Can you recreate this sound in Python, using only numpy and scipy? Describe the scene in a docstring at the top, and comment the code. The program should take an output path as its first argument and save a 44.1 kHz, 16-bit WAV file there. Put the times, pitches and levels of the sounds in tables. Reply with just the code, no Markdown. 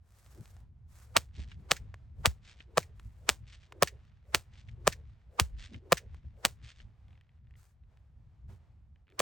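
"""A long whip cracks in an open winter field, in turn out to the side and forward over the head.
Its tip goes supersonic and radiates a shock wave with a duller pop, heard directly and by ground
reflection. Grass scatters each crack; a nearby wall, a barn and distant trees return it as echoes.
Between cracks the lash sheds vortices, snaps lightly and drags through dry grass, with faint ticks.
Beneath it all, turbulent wind makes gusts on the microphone and a low rumble."""
import sys
import numpy as np
from scipy import signal
from scipy.fft import rfft, irfft, next_fast_len
from scipy.io import wavfile

SR = 44100
rng = np.random.default_rng(int(sys.argv[2]) if len(sys.argv) > 2 else 0)


def inscribe(sig):
    """Save sig as 16-bit PCM at rate SR to the path in sys.argv[1].

    A 1-D sig is mono; a 2-D sig holds one channel per row.
    Samples are clipped to [-1, 1] before scaling.
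    """
    pcm = np.round(np.clip(np.atleast_2d(sig).T, -1, 1) * 32767)
    wavfile.write(sys.argv[1], SR, pcm.astype(np.int16))


N = 406161
TIME = np.arange(N) / SR

# Spectra of the shock, pop, rush and sizzle: (frequency [Hz], relative level [dB])
SHOCK_SPECTRUM = [(40, -21.5), (200, -13.5), (500, -2), (950, 0.5), (1900, -0.5), (2600, 3), (3200, 0),
                  (4100, -0.5), (6000, -6.5), (8500, -5), (11000, -16), (16000, -21.5)]
POP_SPECTRUM = [(40, -20), (90, -10), (160, -3), (270, -6), (500, 1.5), (1100, -1.5), (2000, -11),
                (4000, -26.5), (16000, -48.5)]
RUSH_SPECTRUM = [(100, -18.5), (400, -2), (900, 0), (1600, -3), (3500, -13), (8000, -17.5), (16000, -28.5)]
SIZZLE_SPECTRUM = [(500, -24.5), (2000, -13), (5000, -4), (8000, 0), (11500, -1.5), (15500, -4.5)]
# Treble shelf of the shock, whose gain varies by crack: (onset [Hz], full effect [Hz])
SHELF_HZ = (7800, 12200)
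# Traits of each aim: (rush [dB], wall echo [dB], tree echo [dB], whoosh pitch [Hz],
# whoosh width [ratio], whoosh lead [s], follow-through [dB], tip hiss [dB])
THROWS = {"side": dict(rush_db=-52.5, wall_db=-71, trees_db=-61.5, whoosh_hz=495, whoosh_width=0.72, lead_s=.04, follow_db=-20, tip_db=-74),
          "front": dict(rush_db=-53, wall_db=-44.5, trees_db=-85.5, whoosh_hz=377.16, whoosh_width=0.88, lead_s=.052, follow_db=-5.5, tip_db=-85)}
# Cracks, with relative levels: (time [s], aim, shock [dB], pop [dB], ground lag [s],
# reflected shock [dB], reflected pop [dB], sizzle [dB], treble shelf [dB], whirr [dB], thump [dB],
# swing [dB], echo [dB], late slap [dB], slap delay [s])
WHIP_CRACKS = [(1.167, "side", 9, -1.5, .0043, 4.5, -14, -7.5, 0.5, -12.5, -42.5, -70.5, 1.5, -46.5, 0.35),
               (1.712, "front", 0.57, -18.5, .0047, 8.5, 0, -8.5, -9, -32, -49.5, -67, -2, -36, 0.23),
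               (2.2585, "side", 9.5, -7, .0057, -3.5, -9.5, -6, -3, -14, -27, -70.5, 0.5, -44, .3455),
               (2.7739, "front", -8, 0, .0061, 0.2, 4.5, -12.5, -5.5, -32, -47, -64.5, -10, -39, .223),
               (3.2918, "side", 10, -9, .0065, -2.5, -18.5, -7, -2.5, -32.5, -42, -69, -1, -59.5, 0.34),
               (3.8247, "front", -1.5, 6.5, .0071, 0.5, 0, 0, 4, -29, -45.5, -59, 3, -55.5, .2265),
               (4.3475, "side", 8.5, -15.5, .007, -7, -18, -4.5, -7.5, -29, -42.5, -66.5, -6, -50, 0.34),
               (4.8714, "front", -7.5, -0.5, .005, 4.5, 6.5, -2, -7, -31.5, -43.5, -63, 1.5, -61, .225),
               (5.399, "side", 8, -10, .006, -19, -25.5, -3, 0.5, -17, -27, -62.5, 3.5, -44.5, .345),
               (5.9219, "front", 1, 7.5, .0058, 4, 5, -3, -2.5, -30.5, -47, -58.5, 5.5, -43.5, .2235),
               (6.4514, "side", 8, -13, .0063, -4, -8.5, -3.5, 0, -29.5, -43, -63.5, 1.5, -49, 0.35),
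               (9.194, "front", -6.5, -29.5, .0081, -7.5, -1.2997, -9.5, -1.5, -35, -51, -68.5, -1, -45, 0.2666)]
def cracks(near_lag_s=.00174, near_shock=.093, near_pop=.86, close_lag_s=.00062, close_share=.083):
    """Shock formation: the supersonic tip's pulse arrives directly and off ground and near surfaces."""
    out = np.zeros((2, N))
    pop = disperse(disperse(pulse(POP_SPECTRUM), hz=1502.4, q=.27), hz=140, q=1)
    lead = np.arange(int(.025 * SR))[::-1] / SR  # time left until the shock
    for s, aim, shock_db, pop_db, lag, shock2_db, pop2_db, sizzle_db, shelf_db, *_ in WHIP_CRACKS:
        spectrum = [(hz, db + np.interp(hz, SHELF_HZ, [0, shelf_db])) for hz, db in SHOCK_SPECTRUM]
        shock = disperse(disperse(pulse(spectrum), hz=4423, q=1), hz=198, q=.89)
        strongest_db = max(shock_db, shock2_db)
        for arrival, sharp_db, dull_db in (s, shock_db, pop_db), (s + lag, shock2_db, pop2_db):
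            front = arrival - .0001
            sharp, dull = amp(sharp_db) * shock, amp(dull_db) * pop
            add(out, front, sharp + dull)
            add(out, front + close_lag_s, close_share * sharp)
            add(out, front + near_lag_s, near_shock * sharp + near_pop * dull)
            # the frayed tip sizzles just ahead of the shock
            sizzle = np.exp(-lead / .00041) * noise(SIZZLE_SPECTRUM, len(lead), side_db=-1.5)
            sizzle /= np.linalg.norm(sizzle)
            add(out, arrival - len(lead) / SR, amp(sizzle_db + sharp_db - strongest_db + 6) * sizzle)
        # the loop gathers speed as it runs down the lash
        speed = np.exp(-lead / .011) + 9 * np.exp(-lead / .0017)
        rush = speed * noise(RUSH_SPECTRUM, len(lead), side_db=-2.5)
        add(out, s - len(lead) / SR, amp(strongest_db + THROWS[aim]["rush_db"]) * rush)
    return out


def whirrs(whirr_hz=950, rise_s=.0038):
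    """Turbulence: the rolling loop tears the air in the last milliseconds before each crack."""
    out, lead = np.zeros((2, N)), np.arange(int(.018 * SR))[::-1] / SR
    shape = np.exp(-lead / rise_s) * (1 - np.exp(-lead / .00069))
    for s, *_, whirr_db, _, _, _, _, _ in WHIP_CRACKS:
        tear = burst(shape, band(whirr_hz, width=1, skirt_db=-12), side_db=0)
        add(out, s - len(lead) / SR, amp(whirr_db) * tear)
    return out


def thumps(start_hz=170, end_hz=62, glide_s=.0066, decay_s=.022):
    """Air displacement: a push of falling pitch follows each crack, out of phase at the two ports."""
    out, age = np.zeros((2, N)), np.arange(int(.15 * SR)) / SR
    hz = end_hz + (start_hz - end_hz) * np.exp(-age / glide_s)
    phase = 2 * np.pi * np.cumsum(hz) / SR + np.array([[0], [1.1]])
    wave = np.sin(phase) * (1 - np.exp(-age / .0028)) * np.exp(-age / decay_s)
    for s, *_, thump_db, _, _, _, _ in WHIP_CRACKS:
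        add(out, s + .013, amp(thump_db + 8) * wave)
    return out


def swings(half_s=.035, follow_s=.11, follow_hz=450):
    """Vortex shedding: the thong whooshes into each crack and more weakly after it."""
    out = np.zeros((2, N))
    for s, aim, *_, swing_db, _, _, _ in WHIP_CRACKS:
        throw = THROWS[aim]
        approach = (s - throw["lead_s"], swing_db, half_s, throw["whoosh_hz"])
        follow = (s + follow_s, swing_db + throw["follow_db"], half_s, follow_hz)
        out += eddies([approach, follow], width=throw["whoosh_width"], skirt_db=-20, side_db=-10)
    return out


# Spectra of moving air and of the hiss of tip and grass: (frequency [Hz], relative level [dB])
AIR_SPECTRUM = [(100, -9.5), (350, -2), (750, 0.5), (1200, -4.5), (2200, -10.5), (4000, -17), (8000, -25.5),
                (16000, -36)]
HISS_SPECTRUM = [(200, -6), (1500, 2.5), (3000, -6), (8000, -2), (11000, -1.5), (16000, -7.5)]
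def swishes(air_db=-77, air_lead_s=.043, tip_lead_s=.025):
    """Flow noise: each throw stirs a broad rush of air, and the thin tip hisses before it cracks."""
    air = tip = 0
    for s, aim, *_ in WHIP_CRACKS:
        air += amp(air_db) * swell(TIME - s + air_lead_s, half_s=.031)
        tip += amp(THROWS[aim]["tip_db"]) * swell(TIME - s + tip_lead_s, half_s=.036)
    return air * noise(AIR_SPECTRUM, N, side_db=-9.5) + tip * noise(HISS_SPECTRUM, N, side_db=-9)


# Spectrum of a small crack's body: (frequency [Hz], relative level [dB])
SNAP_SPECTRUM = [(100, -30.5), (500, -1), (1300, -0.5), (2500, -2), (6000, -30), (16000, -111)]
def flick(level_db, treble_db):
    """Superposition: a small crack sums with its weak reflection and a short fizz."""
    wave = amp(level_db + 7) * pulse(SNAP_SPECTRUM) + amp(treble_db + 19) * pulse(SHOCK_SPECTRUM)
    age = np.arange(len(wave)) / SR
    bounce = .3 * np.interp(age - .0028, age, wave, left=0)
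    fizz = np.exp(-age / .0023) * noise(RUSH_SPECTRUM, len(age), side_db=-40)
    return wave + bounce + amp(level_db - 10.5) * fizz


# Light snaps of the lash: (time [s], relative level [dB], relative treble [dB])
LASH_SNAPS = [(.263, -57, -59.5), (.457, -72.5, -54.5), (.567, -50, -60), (3.723, -32, -74)]
def snaps():
    """Impulsive radiation: small flicks of the lash send out weak pulses."""
    out = np.zeros((2, N))
    for s, level_db, treble_db in LASH_SNAPS:
        add(out, s, flick(level_db, treble_db))
    return out


# Drags through dry grass: (start [s], attack [s], hold [s], release [s], rustle [dB], brushing [dB])
GRASS_DRAGS = [(0, .22, 0.3, 0.13, -68, -76), (.86, 0.11, 0.02312, 0.15, -65, -77),
               (1.541, .06, .06, .06, -84.5, -75), (2.927, 0.068, 0.19, 0.1, -78.5, -79),
               (7.552, 0.03, 0.04723, 0.14, -72, -91), (7.782, 0.1634, .1, .15, -97, -82),
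               (8.475, 0.02713, 0.004674, 0.085, -71, -65)]
def drags(rough_db=2, stalks_per_s=30, stalk_db=-7):
    """Friction: the trailing lash rustles blades and ticks on stalks, over a duller brushing."""
    rustle = brush = 0
    for s, attack, hold, release, rustle_db, brush_db in GRASS_DRAGS:
        speed = np.interp(TIME, s + np.cumsum([0, attack, hold, release]), [0, 1, 1, 0])
        rustle += amp(rustle_db) * speed ** 1.2
        brush += amp(brush_db) * speed
    blades = amp(rough_db * flicker(N, per_s=81)) * noise(HISS_SPECTRUM, N, side_db=-6.5)
    stalks = amp(stalk_db) * grains(HISS_SPECTRUM, N, per_s=stalks_per_s, haze_db=-31.5)
    return rustle * (blades + stalks) + brush * noise(AIR_SPECTRUM, N, side_db=-7.5)


# Spectrum of a dry tick: (frequency [Hz], relative level [dB])
TICK_SPECTRUM = [(200, 1), (1000, -16.5), (1800, 4.5), (3200, -1), (5000, -23.5), (8000, -60), (16000, -50)]
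# Single ticks: (time [s], relative level [dB])
SINGLE_TICKS = [(7.1293, -61), (7.175, -56.5), (7.2106, -57), (7.2914, -61), (7.47, -63), (7.5079, -59),
                (7.5384, -59), (7.8352, -65), (7.9722, -61), (8.9585, -61)]
# Runs of ticks: (start [s], length [s], rate [1/s], relative level [dB])
QUICK_RUNS = [(7.082, .08, 42.5, -59.5), (7.554, .04, 24, -59.5), (9.069, .06, 95, -58.5)]
def ticks(gain_db=-3, decay_s=.0021):
    """Damped transients: faint dry ticks sound singly and in runs while the whip rests."""
    out, age = np.zeros((2, N)), np.arange(int(.07 * SR)) / SR
    runs = [(s + k / per_s, db) for s, length, per_s, db in QUICK_RUNS
            for k in range(int(length * per_s) + 1)]
    for s, level_db in list(SINGLE_TICKS) + runs:
        tick = np.exp(-age / decay_s) * noise(TICK_SPECTRUM, len(age), side_db=-19)
        add(out, s + .00085, amp(level_db + gain_db) * tick)
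    return out


# Spectra returned by grass and wall: (frequency [Hz], relative level [dB])
GRASS_SPECTRUM = [(100, -5), (400, 3.5), (1000, -1), (2500, -3.5), (6000, -4), (8500, -3.5), (11000, -7.5),
                  (16000, -10)]
WALL_SPECTRUM = [(200, -39), (1200, -15.5), (1800, 2.5), (3500, -8.5), (6000, -6), (9000, -13),
                 (12000, -19.5), (16000, -17.5)]
def near_echoes(wall_lag_s=.0488):
    """Early reflections: stubble scatters each crack; a wall returns it and its ground bounce."""
    out, age = np.zeros((2, N)), np.arange(int(.25 * SR)) / SR
    grass_fade = amp(-53) * (4 * np.exp(-age / .024) + 20 * np.exp(-age / .0058))
    wall_fade = 1.9 * np.exp(-age / .0068) + .1 * np.exp(-age / .024)
    for s, aim, shock_db, pop_db, lag, shock2_db, pop2_db, *_, echo_db, _, _ in WHIP_CRACKS:
        add(out, s + .002, grass_fade * grains(GRASS_SPECTRUM, len(age), per_s=1200, haze_db=-3.5))
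        shares = amp([pop_db, pop2_db]) + amp([shock_db, shock2_db])
        for arrival, share in zip((s, s + lag), shares / np.linalg.norm(shares)):
            slap = wall_fade * grains(WALL_SPECTRUM, len(age), per_s=7700, haze_db=-4.5)
            add(out, arrival + wall_lag_s, share * amp(THROWS[aim]["wall_db"] + echo_db) * slap)
    return out


def late_slaps(barn_decay_s=.0048):
    """Discrete echo: bright off the barn for side cracks, earlier and duller for forward ones."""
    out, age = np.zeros((2, N)), np.arange(SR // 10) / SR
    for s, aim, *_, slap_db, delay_s in WHIP_CRACKS:
        if aim == "side":
            slap = amp(slap_db) * np.exp(-age / barn_decay_s) * noise(TICK_SPECTRUM, len(age), -1)
        else:
            slap = flick(slap_db, treble_db=min(-68, slap_db - 24.5))
        add(out, s + delay_s, slap)
    return out


# Spectra returned by the tree line and by farther trees: (frequency [Hz], relative level [dB])
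TREE_SPECTRUM = [(200, -13), (1000, -11.5), (1900, -0.5), (3500, -1), (6000, -8.5), (8500, -16),
                 (10500, -36), (16000, -50.5)]
FAR_SPECTRUM = [(200, -7.5), (1000, -2.5), (1900, 0.5), (3500, -7), (6000, -18), (10000, -35.5),
                (16000, -53)]
# Echoes from stands of trees: (delay [s], spread [s], relative level [dB])
TREE_LINE = [(0.19, 0.01, -8), (.207, .02, 0), (.246, 0.022223, 3.5), (.346, .024, -5), (.3, .05, -14)]
FAR_TREES = [(.25, .24, -3.5), (.7, .065, -1), (1.25, .3, -10.5)]
def far_echoes(length_s=2, pop_share=.31):
    """Backscattering: trunks return many small copies of a crack, and the stands add in power."""
    out, age = np.zeros((2, N)), np.arange(length_s * SR) / SR
    line, far = (np.sqrt(sum((amp(db) * swell(age - delay, spread)) ** 2 for delay, spread, db in rows))
                 for rows in (TREE_LINE, FAR_TREES))
    for s, aim, _, pop_db, *_, echo_db, _, _ in WHIP_CRACKS:
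        trunks = grains(TREE_SPECTRUM, len(age), per_s=330, haze_db=-4)
        far_trunks = grains(FAR_SPECTRUM, len(age), per_s=90, haze_db=0)
        add(out, s, amp(THROWS[aim]["trees_db"] + echo_db) * line * trunks)
        add(out, s, amp(-77 + pop_share * pop_db) * far * far_trunks)  # a heavy pop carries farther
    return out


# Low buffets of wind and short higher thuds: (time [s], level [dB], half length [s], pitch [Hz])
PUFFS_AND_THUDS = [(.38, -58.5, 0.024, 340), (.41, -44, .015, 116), (1.39, -50.5, 0.009, 217),
                   (1.6, -52, .028, 130), (1.41, -37, 0.017, 68), (1.82, -42.5, 0.014, 76.3),
                   (5.56, -41.5, 0.056, 50.3), (5.74, -51, 0.024, 232), (5.77, -42.5, 0.015, 82.2),
                   (6.14, -45, .026, 70.3), (6.25, -61.5, 0.00543, 217.5), (6.26, -41.5, 0.014, 77.34),
                   (8.52, -65, 0.01828, 332)]
def puffs_and_thuds():
    """Pressure fluctuation: low gusts buffet the microphone, and higher-pitched rows sound as short soft thuds."""
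    return eddies(PUFFS_AND_THUDS, width=.94, skirt_db=-17, side_db=-11.5)


# Spectrum of the wind's rumble: (frequency [Hz], relative level [dB])
RUMBLE_SPECTRUM = [(20, -24.5), (42, -8.5), (66, 0), (90, -5), (112, -6.5), (150, -15.5), (185, -24.5),
                   (215, -22.5), (260, -33), (400, -42.5), (1500, -80.5)]
# Strength of the rumble: (time [s], level [dB])
WIND_LEVEL = [(0, -61), (.4, -55), (1.2, -54), (1.55, -48), (2.4, -52), (2.7, -54.5), (3.4, -54),
              (3.7, -54), (4.5, -53.5), (4.85, -48), (5.4, -58), (6.25, -52.5), (6.6, -55), (7.4, -56.5),
              (7.85, -59.5), (8.7, -56.5), (9.2, -63)]
def wind(lumps_db=3, air_db=-80, air_follows=.73, air_wander_db=3):
    """Ambient turbulence: a lumpy low rumble, and faint field air that rises with it."""
    wind_db = curve(WIND_LEVEL, TIME)
    rumble = amp(wind_db + lumps_db * flicker(N, per_s=14)) * noise(RUMBLE_SPECTRUM, N, side_db=-13)
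    field_db = air_db + air_follows * (wind_db - wind_db.mean()) + air_wander_db * flicker(N, per_s=14)
    return rumble + amp(field_db) * noise(AIR_SPECTRUM, N, side_db=-8)


def eddies(rows, width, skirt_db, side_db):
    """Eddy noise: each row is a band of air noise that swells and fades."""
    out, t = np.zeros((2, N)), np.arange(SR // 2) / SR - 1 / 4
    for s, level_db, half_s, hz in rows:
        add(out, s + t[0], amp(level_db) * burst(swell(t, half_s), band(hz, width, skirt_db), side_db))
    return out


def grains(spectrum, size, per_s, haze_db):
    """Shot noise: randomly timed copies of a click in a continuous haze; rms 1."""
    clicks = (rng.random(size) < per_s / SR) * rng.choice([-1, 1], size) * rng.uniform(.15, 1, size)
    copies = signal.oaconvolve(clicks, pulse(spectrum, size=1024))[:size]
    return rms_one(rms_one(copies) + amp(haze_db) * noise(spectrum, size, side_db=-5.5))


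def pulse(spectrum, size=8192):
    """Minimum phase: the most abrupt causal pulse with this spectrum; energy 1."""
    cepstrum = irfft(np.log(gains(spectrum, size)))
    cepstrum[1:size // 2] *= 2
    cepstrum[size // 2 + 1:] = 0
    wave = irfft(np.exp(rfft(cepstrum)))
    return wave / np.linalg.norm(wave)


def disperse(x, hz, q):
    """Group delay: an all-pass makes the tones around hz arrive late."""
    b, a = signal.iirpeak(hz, q, fs=SR)
    return x - 2 * signal.lfilter(b, a, x)


def burst(shape, spectrum, side_db):
    """Amplitude modulation: noise under an envelope, scaled to the envelope's rms."""
    return rms_one(shape * noise(spectrum, len(shape), side_db)) * np.sqrt(np.mean(shape ** 2))


def noise(spectrum, size, side_db):
    """Spectral shaping: stereo noise of rms 1, its side at side_db relative to its mid."""
    padded = next_fast_len(size)
    white = rng.standard_normal((2, padded))
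    mid, side = irfft(rfft(white) * gains(spectrum, padded), padded)[:, :size]
    return rms_one(mid + amp(side_db) * side * np.array([[1], [-1]]))


def band(hz, width, skirt_db):
    """Band-pass spectrum: one peak with falling skirts."""
    return [(hz / 8, skirt_db - 19.5), (hz / (1 + width), skirt_db), (hz, 0),
            (hz * (1 + width), skirt_db), (hz * 10, skirt_db - 39), (hz * 40, -100)]


def gains(spectrum, size):
    """Magnitude response on the bins of a transform."""
    hz, db = np.transpose(spectrum)
    return amp(np.interp(np.log(np.fft.rfftfreq(size, 1 / SR) + 1), np.log(hz), db))


def flicker(size, per_s):
    """Random modulation of rms 1."""
    knots = np.arange(size) / SR * per_s
    return rms_one(np.interp(knots, np.arange(size), rng.standard_normal(size)))


def swell(t, half_s):
    """Gaussian envelope around time zero."""
    return np.exp(-(t / half_s) ** 2 / 2)


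def curve(rows, x):
    """Linear interpolation of a two-column table."""
    return np.interp(x, *np.transpose(rows))


def amp(db):
    """Decibels to gain."""
    return 10 ** (np.asarray(db) / 20)


def rms_one(x):
    """Normalisation to rms 1."""
    return x / np.sqrt(np.mean(x ** 2) + 1e-20)


def add(out, s, sound):
    """Superposition of a sound starting at s seconds."""
    start = int(round(s * SR))
    first, last = max(start, 0), min(start + sound.shape[-1], N)
    if last > first:
        out[..., first:last] += sound[..., first - start:last - start]


# Lead of the left microphone port over the right: (frequency [Hz], phase [rad])
PORT_PHASE = [(30, 0.052), (250, 0.26), (1300, 0.3), (2200, 0.55), (5500, 0.33), (7500, 0.34), (9000, 1.1),
              (16000, 1.1)]
def ports(x):
    """Phase difference: the whip reaches the two microphone ports out of step."""
    size = next_fast_len(N + SR // 4)
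    lead = curve(PORT_PHASE, np.fft.rfftfreq(size, 1 / SR))
    rotation = np.exp(1j * lead * np.array([[.5], [-.5]]))
    return irfft(rfft(x, size) * rotation, size)[:, :N]


def scene():
    """Linear superposition: whip, echoes and wind add as pressures."""
    whip = cracks() + whirrs() + swishes() + snaps() + ticks() + drags()
    echoes = near_echoes() + far_echoes() + late_slaps()
    buffeting = puffs_and_thuds()
    return ports(whip + echoes) + thumps() + swings() + buffeting + wind()


# Treble notches of the microphone: (frequency [Hz], width [Hz])
TREBLE_NOTCHES = [(10200, 1500), (13800, 1900)]
def record(dry):
    """Filtering and saturation: the microphone notches the treble, rounds peaks and cuts the top."""
    ceiling, cutoff_hz = .92, 16900
    for hz, width_hz in TREBLE_NOTCHES:
        dry = signal.lfilter(*signal.iirnotch(hz, hz / width_hz, fs=SR), dry)
    rounded = ceiling * np.tanh(dry / ceiling)
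    return signal.sosfilt(signal.ellip(10, .3, 70, cutoff_hz, fs=SR, output="sos"), rounded)


dry = scene()
out = record(dry)
inscribe(out)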